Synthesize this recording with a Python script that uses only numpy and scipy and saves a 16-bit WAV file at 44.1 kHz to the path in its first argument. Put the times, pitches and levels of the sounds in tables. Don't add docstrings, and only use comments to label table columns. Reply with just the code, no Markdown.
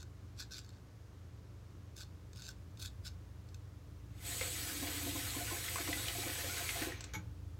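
import sys
import numpy as np
from scipy import signal
from scipy.fft import rfft, irfft, next_fast_len
from scipy.io import wavfile
from scipy.ndimage import uniform_filter1d, map_coordinates

SR = 44100
rng = np.random.default_rng(int(sys.argv[2]) if len(sys.argv) > 2 else 0)


def store_wav(level_fs):
    pcm = np.round(np.clip(np.atleast_2d(level_fs), -1, 1) * 32767)
    wavfile.write(sys.argv[1], SR, pcm.T.astype(np.int16))


N = 334719

# (start [s], end [s], mid-stroke level [dB], swell [dB], brightness [dB])
RAZOR_STROKES = [(-.01, 0.024, -59, -9, -14), (0.392, 0.433, -49, -5, -15), (0.519, 0.594, -51.5, 1.5, -14),
                 (0.612, .78, -72, -4, -21), (1.967, 2.03, -55, 4.5, -6.5), (2.36, 2.51, -56, 4.5, -10),
                 (2.801, 2.875, -50, 2.5, -3.5), (3.054, 3.071, -48, 9, -5)]
# (pitch [Hz], width [Hz], relative level [dB])
BLADE_NOTES = [(1540, 380, 0), (2500, 500, -6), (3680, 400, -1), (4430, 700, 1), (5150, 700, -1),
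               (6350, 900, -1), (7400, 1300, -3)]
# (frequency [Hz], relative level [dB])
CUT_TONE = [(700, -21), (1300, -7), (1540, 6), (1900, -11), (2550, -1.5), (3100, -4.5), (3600, 6),
            (4500, 5), (7500, -0.5), (9000, -11), (10500, -15.5), (12400, -13), (15800, -24)]
def razor():
    dulling_db = 6
    pressure, brightness = np.zeros(N), np.zeros(N)
    for start, end, db, swell_db, bright_db in RAZOR_STROKES:
        travel = progress(start, end)
        level = db + swell_db * travel + held(start, end, rise_db_per_s=1100, fall_db_per_s=1000)
        pressure += amp(level)
        brightness += amp(level + bright_db - dulling_db * travel)
    catch = amp(3.5 * wobble(330))
    cuts = unit(catch * (crackle(rate=1100, spread_db=5.5) + amp(-2.5) * rng.standard_normal(N)))
    ring = unit(resonate(cuts, BLADE_NOTES))
    scrape = patchy(amp(6.5) * coloured(cuts, CUT_TONE) + amp(-8) * ring, depth_db=3.0)
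    fizz = coloured(cuts, [(7000, -33), (9000, 9), (10500, 3), (12400, 1.5), (15800, 3)])
    return pressure * scrape + amp(-8.0) * brightness * fizz


# (time [s], peak level [dB])
HAIR_TICKS = [(0.0284, -44), (0.646, -51), (0.691, -48), (2.008, -42.5), (2.332, -47), (2.4209, -39.5),
              (2.489, -36), (2.773, -50), (2.85, -40), (3.488, -52.5), (3.5444, -46)]
def stiff_hairs():
    out = np.zeros(N)
    for s, db in HAIR_TICKS:
        tick = burst(t60=.018)
        ring = unit(resonate(tick, BLADE_NOTES))
        add(out, s, ring + coloured(tick, CUT_TONE) + amp(-9) * unit(tick), db)
    return out


OPEN_S, WIDE_S, SHUT_S = 4.269, 4.54, 6.849
# (frequency [Hz], relative level [dB])
JET_TONE = [(1800, -20), (3200, 0.5), (4500, 1.5), (5100, -2.5), (6500, -2.5), (9300, -1), (10600, -5.5),
            (13000, -7), (15800, -10.5)]
# (pitch [Hz], width [Hz], relative level [dB])
NOZZLE_NOTES = [(6870, 400, -5), (7890, 400, 0), (9030, 650, -5), (11430, 650, -6), (12780, 700, -5),
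                (13880, 500, -5), (15450, 400, -9)]
def tap_jet():
    jet_db = -43.5 + opening_db() + held(OPEN_S, SHUT_S, rise_db_per_s=257, fall_db_per_s=202)
    sharp_db = -48.5 + held(OPEN_S, WIDE_S, rise_db_per_s=500, fall_db_per_s=200)
    spray = rng.standard_normal(N) + crackle(rate=4000, spread_db=4)
    hiss = patchy(coloured(spray, JET_TONE), depth_db=2.5)
    ring = patchy(resonate(rng.standard_normal(N), NOZZLE_NOTES), depth_db=2.0)
    whistle = np.sin(2 * np.pi * 10142 * np.arange(N) / SR + 1.5 * wobble(45)) * amp(3 * wobble(10))
    jet = amp(jet_db + 0.27 * wobble(40)) * (amp(-3.5) * hiss + amp(-5) * ring + amp(-18) * whistle)
    sharp = resonate(rng.standard_normal(N), [(6900, 500, -6), (7920, 470, 0.5), (8500, 470, -8)])
    return jet + amp(sharp_db) * unit(sharp)


def opening_db():
    return 1.5 * (progress(OPEN_S, WIDE_S) - .5)


# (frequency [Hz], relative level [dB])
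DROPLET_TONE = [(150, -45), (260, -4.5), (500, -2), (600, -18), (730, -7.5), (1200, -5.5), (2200, 2),
                (2800, -2), (4400, -7), (5100, -10), (6500, -5), (9000, -63)]
# (pitch [Hz], width [Hz], relative level [dB])
BASIN_NOTES = [(294, 40, -1), (350, 55, -6), (410, 60, -11), (513, 85, -5), (695, 45, -3), (802, 45, -7),
               (1030, 70, -9)]
def splatter():
    pool_db = 1.36 * (SHUT_S - OPEN_S) * progress(OPEN_S, SHUT_S)
    level_db = -47 + opening_db() + pool_db + held(OPEN_S, SHUT_S, rise_db_per_s=169, fall_db_per_s=70)
    impacts = crackle(rate=2000, spread_db=4.5) + rng.standard_normal(N)
    drops = patchy(coloured(impacts, DROPLET_TONE), depth_db=1.5)
    murmur = unit(resonate(crackle(rate=330, spread_db=4.5), BASIN_NOTES)) * amp(2.3 * wobble(15))
    patter = amp(-2.5 + wobble(35)) * drops + amp(-10) * bubbles(count=700)
    return amp(level_db) * (patter + amp(-13) * murmur)


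def bubbles(count):
    out, t = np.zeros(N), np.arange(SR // 25) / SR
    for when, pitch, strength in rng.random((count, 3)):
        cycles = 1300 * 3.6 ** pitch * t
        age = cycles / 16
        ring = np.sin(2 * np.pi * cycles * (1 + 0.017 * np.minimum(age, 4)))
        add(out, when * N / SR, ring * np.sqrt(age) * np.exp(-age), 14 * strength ** 2)
    return unit(out)


def drumming():
    bare_s, covered_s = 4.73, 5.08
    bare = amp(-52.5 + held(bare_s, covered_s, rise_db_per_s=45, fall_db_per_s=45))
    covered = amp(-72 + held(covered_s, SHUT_S, rise_db_per_s=45, fall_db_per_s=70))
    return np.maximum(bare, covered) * unit(resonate(rng.standard_normal(N), BASIN_NOTES[:1]))


# (time [s], peak level [dB], pitch [Hz])
BIG_SLAPS = [(4.4114, -28.5, 2110), (4.4258, -34.5, 1960), (4.8713, -32.5, 2230), (5.68, -34, 2020),
             (5.7575, -29, 1040), (5.7826, -34, 1436), (5.875, -32, 1154), (5.9282, -28, 1990),
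             (6.0826, -27, 2950), (6.69, -27.5, 2137), (6.819, -34, 1845)]
def slaps():
    out, t = np.zeros(N), np.arange(SR // 4) / SR
    small_hz = 1933 * 2 ** (0.314 * rng.standard_normal(8))
    for s, db, hz in BIG_SLAPS + small_drops(db=-37, pitches=small_hz):
        slap = resonate(burst(t60=0.047), [(hz, 450, 0), (hz, 3200, -6)])
        pocket = np.sin(2 * np.pi * hz * t) * amp(-60 * t / 0.068) * (1 - np.exp(-t / 0.00051))
        add(out, s, unit(slap) + amp(-7.0) * unit(pocket), db)
    return out


# (time [s], peak level [dB], pitch [Hz])
BIG_GULPS = [(4.411, -37, 485), (4.824, -35, 279), (5.062, -37.5, 290), (5.151, -39, 286),
             (5.364, -38.5, 285), (5.519, -40.5, 331), (5.886, -35, 306), (6.182, -39, 366),
             (6.263, -35.5, 303), (6.817, -35.5, 300), (6.869, -37.5, 360)]
def gulps():
    out, t = np.zeros(N), np.arange(SR // 4) / SR
    small_hz = rng.choice([hz for hz, width, db in BASIN_NOTES], size=12)
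    for s, db, hz in BIG_GULPS + small_drops(db=-42, pitches=small_hz):
        slosh = resonate(burst(t60=0.072), BASIN_NOTES)
        rising_note = np.sin(2 * np.pi * hz * t * (1 + 0.61 * t))
        pocket = rising_note * amp(-60 * t / 0.067) * (1 - np.exp(-t / 0.0019))
        add(out, s, unit(slosh) + amp(3.5) * unit(pocket), db)
    return out


def small_drops(db, pitches):
    start_s, end_s, count = 5.2, 6.97, len(pitches)
    slots = (np.arange(count) + rng.random(count)) / count
    return list(zip(start_s + (end_s - start_s) * slots, db + 2 * rng.standard_normal(count), pitches))


# (time [s], relative level [dB])
LAST_SPITS = [(7.007, -31), (7.0407, -32)]
def spits():
    out = np.zeros(N)
    tone = [(1200, -1), (4500, 0.0), (8000, 3), (9000, -16), (15000, -20)]
    for s, db in LAST_SPITS:
        add(out, s, coloured(burst(t60=0.035), tone), db - 2)
    return out


# (time [s], peak level [dB])
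HANDLE_KNOCKS = [(7.136, -35.5), (7.149, -34.5)]
# (pitch [Hz], width [Hz], relative level [dB])
TAP_NOTES = [(510, 170, -2), (864, 54, 4.5), (1480, 760, -1.5), (2240, 130, 7.5), (3380, 1400, -6.5),
             (5920, 500, -3.5), (6790, 300, -1), (11640, 1000, -12)]
# (pitch [Hz], relative level [dB])
PIPE_NOTES = [(104, -1), (180, -3.5), (308, -7)]
def valve():
    out, t = np.zeros(N), np.arange(SR // 4) / SR
    cushion = 1 - np.exp(-t / 0.0017)
    for s, db in HANDLE_KNOCKS:
        add(out, s - .002, resonate(cushion * burst(t60=0.093), TAP_NOTES), db)
    thump = sum(amp(db) * np.sin(2 * np.pi * hz * t) for hz, db in PIPE_NOTES)
    add(out, s=7.155, sound=thump * t * amp(-60 * t / 0.11), db=-40)
    return out


# (pitch [Hz], relative level [dB])
FAN_NOTES = [(60.5, -57), (87, -53.5), (111.5, -56.5), (174, -72.5), (292, -71)]
# (time [s], level [dB])
FAN_LEVEL = [(0, -52), (1.4, -54), (2.9, -49), (3.6, -50.5), (4.2, -48), (7.5, -47.5)]
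# (frequency [Hz], relative level [dB])
AIR_TONE = [(76, -28), (130, -6.5), (172, -5), (240, -13.5), (292, -11), (520, -17), (800, -23.5),
            (1100, -22.5), (2500, -31), (6500, -34.5), (10400, -45), (12500, -43), (15800, -53)]
def ventilation():
    t = np.arange(N) / SR
    hum = sum(amp(db + 1.7 * wobble(4)) * np.sin(2 * np.pi * hz * t + 0.93 * wobble(6))
              for hz, db in FAN_NOTES)
    rumble_tone = [(25, -24.5), (55, -5.5), (100, 0), (122, -2.0), (140, -16.5), (300, -31), (600, -49.5)]
    rumble = coloured(rng.standard_normal(N), rumble_tone)
    air = coloured(rng.standard_normal(N), AIR_TONE)
    level_db = np.interp(t, *np.transpose(FAN_LEVEL))
    return amp(level_db) * (amp(-1.67) * unit(hum) + amp(-5.5) * rumble) + amp(-62.0) * air


# (frequency [Hz], time to fade by 60 dB [s])
ECHO_TIMES = [(200, 0.48), (2000, 0.21), (6000, 0.18), (15000, 0.063)]
def bathroom(x):
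    hz, t, noise = signal.stft(rng.standard_normal(SR // 2), SR, nperseg=256)
    fade = amp(-60 * t / along(ECHO_TIMES, hz)[:, None])
    tail = signal.istft(noise * fade, SR, nperseg=256)[1]
    tail = np.concatenate([np.zeros(SR // 300), tail])
    return signal.fftconvolve(x, tail / np.linalg.norm(tail))[:N]


def amp(db):
    return 10 ** (np.asarray(db) / 20)


def unit(x):
    return x / np.sqrt(np.mean(x ** 2) + 1e-20)


def along(points, hz):
    f, v = np.transpose(points)
    return np.interp(np.log(hz + 1), np.log(f + 1), v)


def held(start, end, rise_db_per_s, fall_db_per_s):
    t = np.arange(N) / SR
    return np.minimum(0, np.minimum((t - start) * rise_db_per_s, (end - t) * fall_db_per_s))


def progress(start, end):
    return np.interp(np.arange(N) / SR, [start, end], [-.5, .5])


def wobble(rate):
    return map_coordinates(rng.standard_normal(int(N * rate / SR) + 4), [np.arange(N) * rate / SR])


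def crackle(rate, spread_db):
    size = amp(spread_db * np.clip(rng.standard_normal(N), -2, 2)) * rng.choice([-1, 1], N)
    return unit(size * (rng.random(N) < rate / SR))


def burst(t60):
    t = np.arange(SR // 4) / SR
    return rng.standard_normal(len(t)) * amp(-60 * t / t60)


def filtered(x, response):
    size = next_fast_len(len(x) + 8192)
    return irfft(rfft(x, size) * response(np.fft.rfftfreq(size, 1 / SR)), size)[:len(x)]


def coloured(x, tone):
    return unit(filtered(x, lambda hz: amp(along(tone, hz))))


def resonate(x, notes):
    return filtered(x, lambda f: sum(amp(db) * (1j * f * width / (hz * hz - f * f + 1j * f * width)) ** 2
                                     for hz, width, db in notes))


def patchy(x, depth_db):
    spectrum = signal.stft(x, nperseg=512)[2]
    patches = uniform_filter1d(rng.standard_normal(spectrum.shape), size=5, axis=0)
    patches = uniform_filter1d(patches, size=7, axis=1)
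    return unit(signal.istft(spectrum * amp(depth_db * unit(patches)), nperseg=512)[1][:N])


def add(track, s, sound, db):
    part = track[max(round(s * SR), 0):][:len(sound)]
    part += (amp(db) * sound / np.abs(sound).max())[:len(part)]


def scene():
    shave = razor() + stiff_hairs()
    sink = tap_jet() + splatter() + drumming() + slaps() + gulps() + spits() + valve()
    mono = shave + sink + bathroom(amp(-13) * shave + amp(-9.5) * sink) + ventilation()
    return np.array([mono, mono])


def record(dry):
    return np.array([filtered(x, lambda hz: hz < 15950) for x in dry])


dry = scene()
out = record(dry)
store_wav(out)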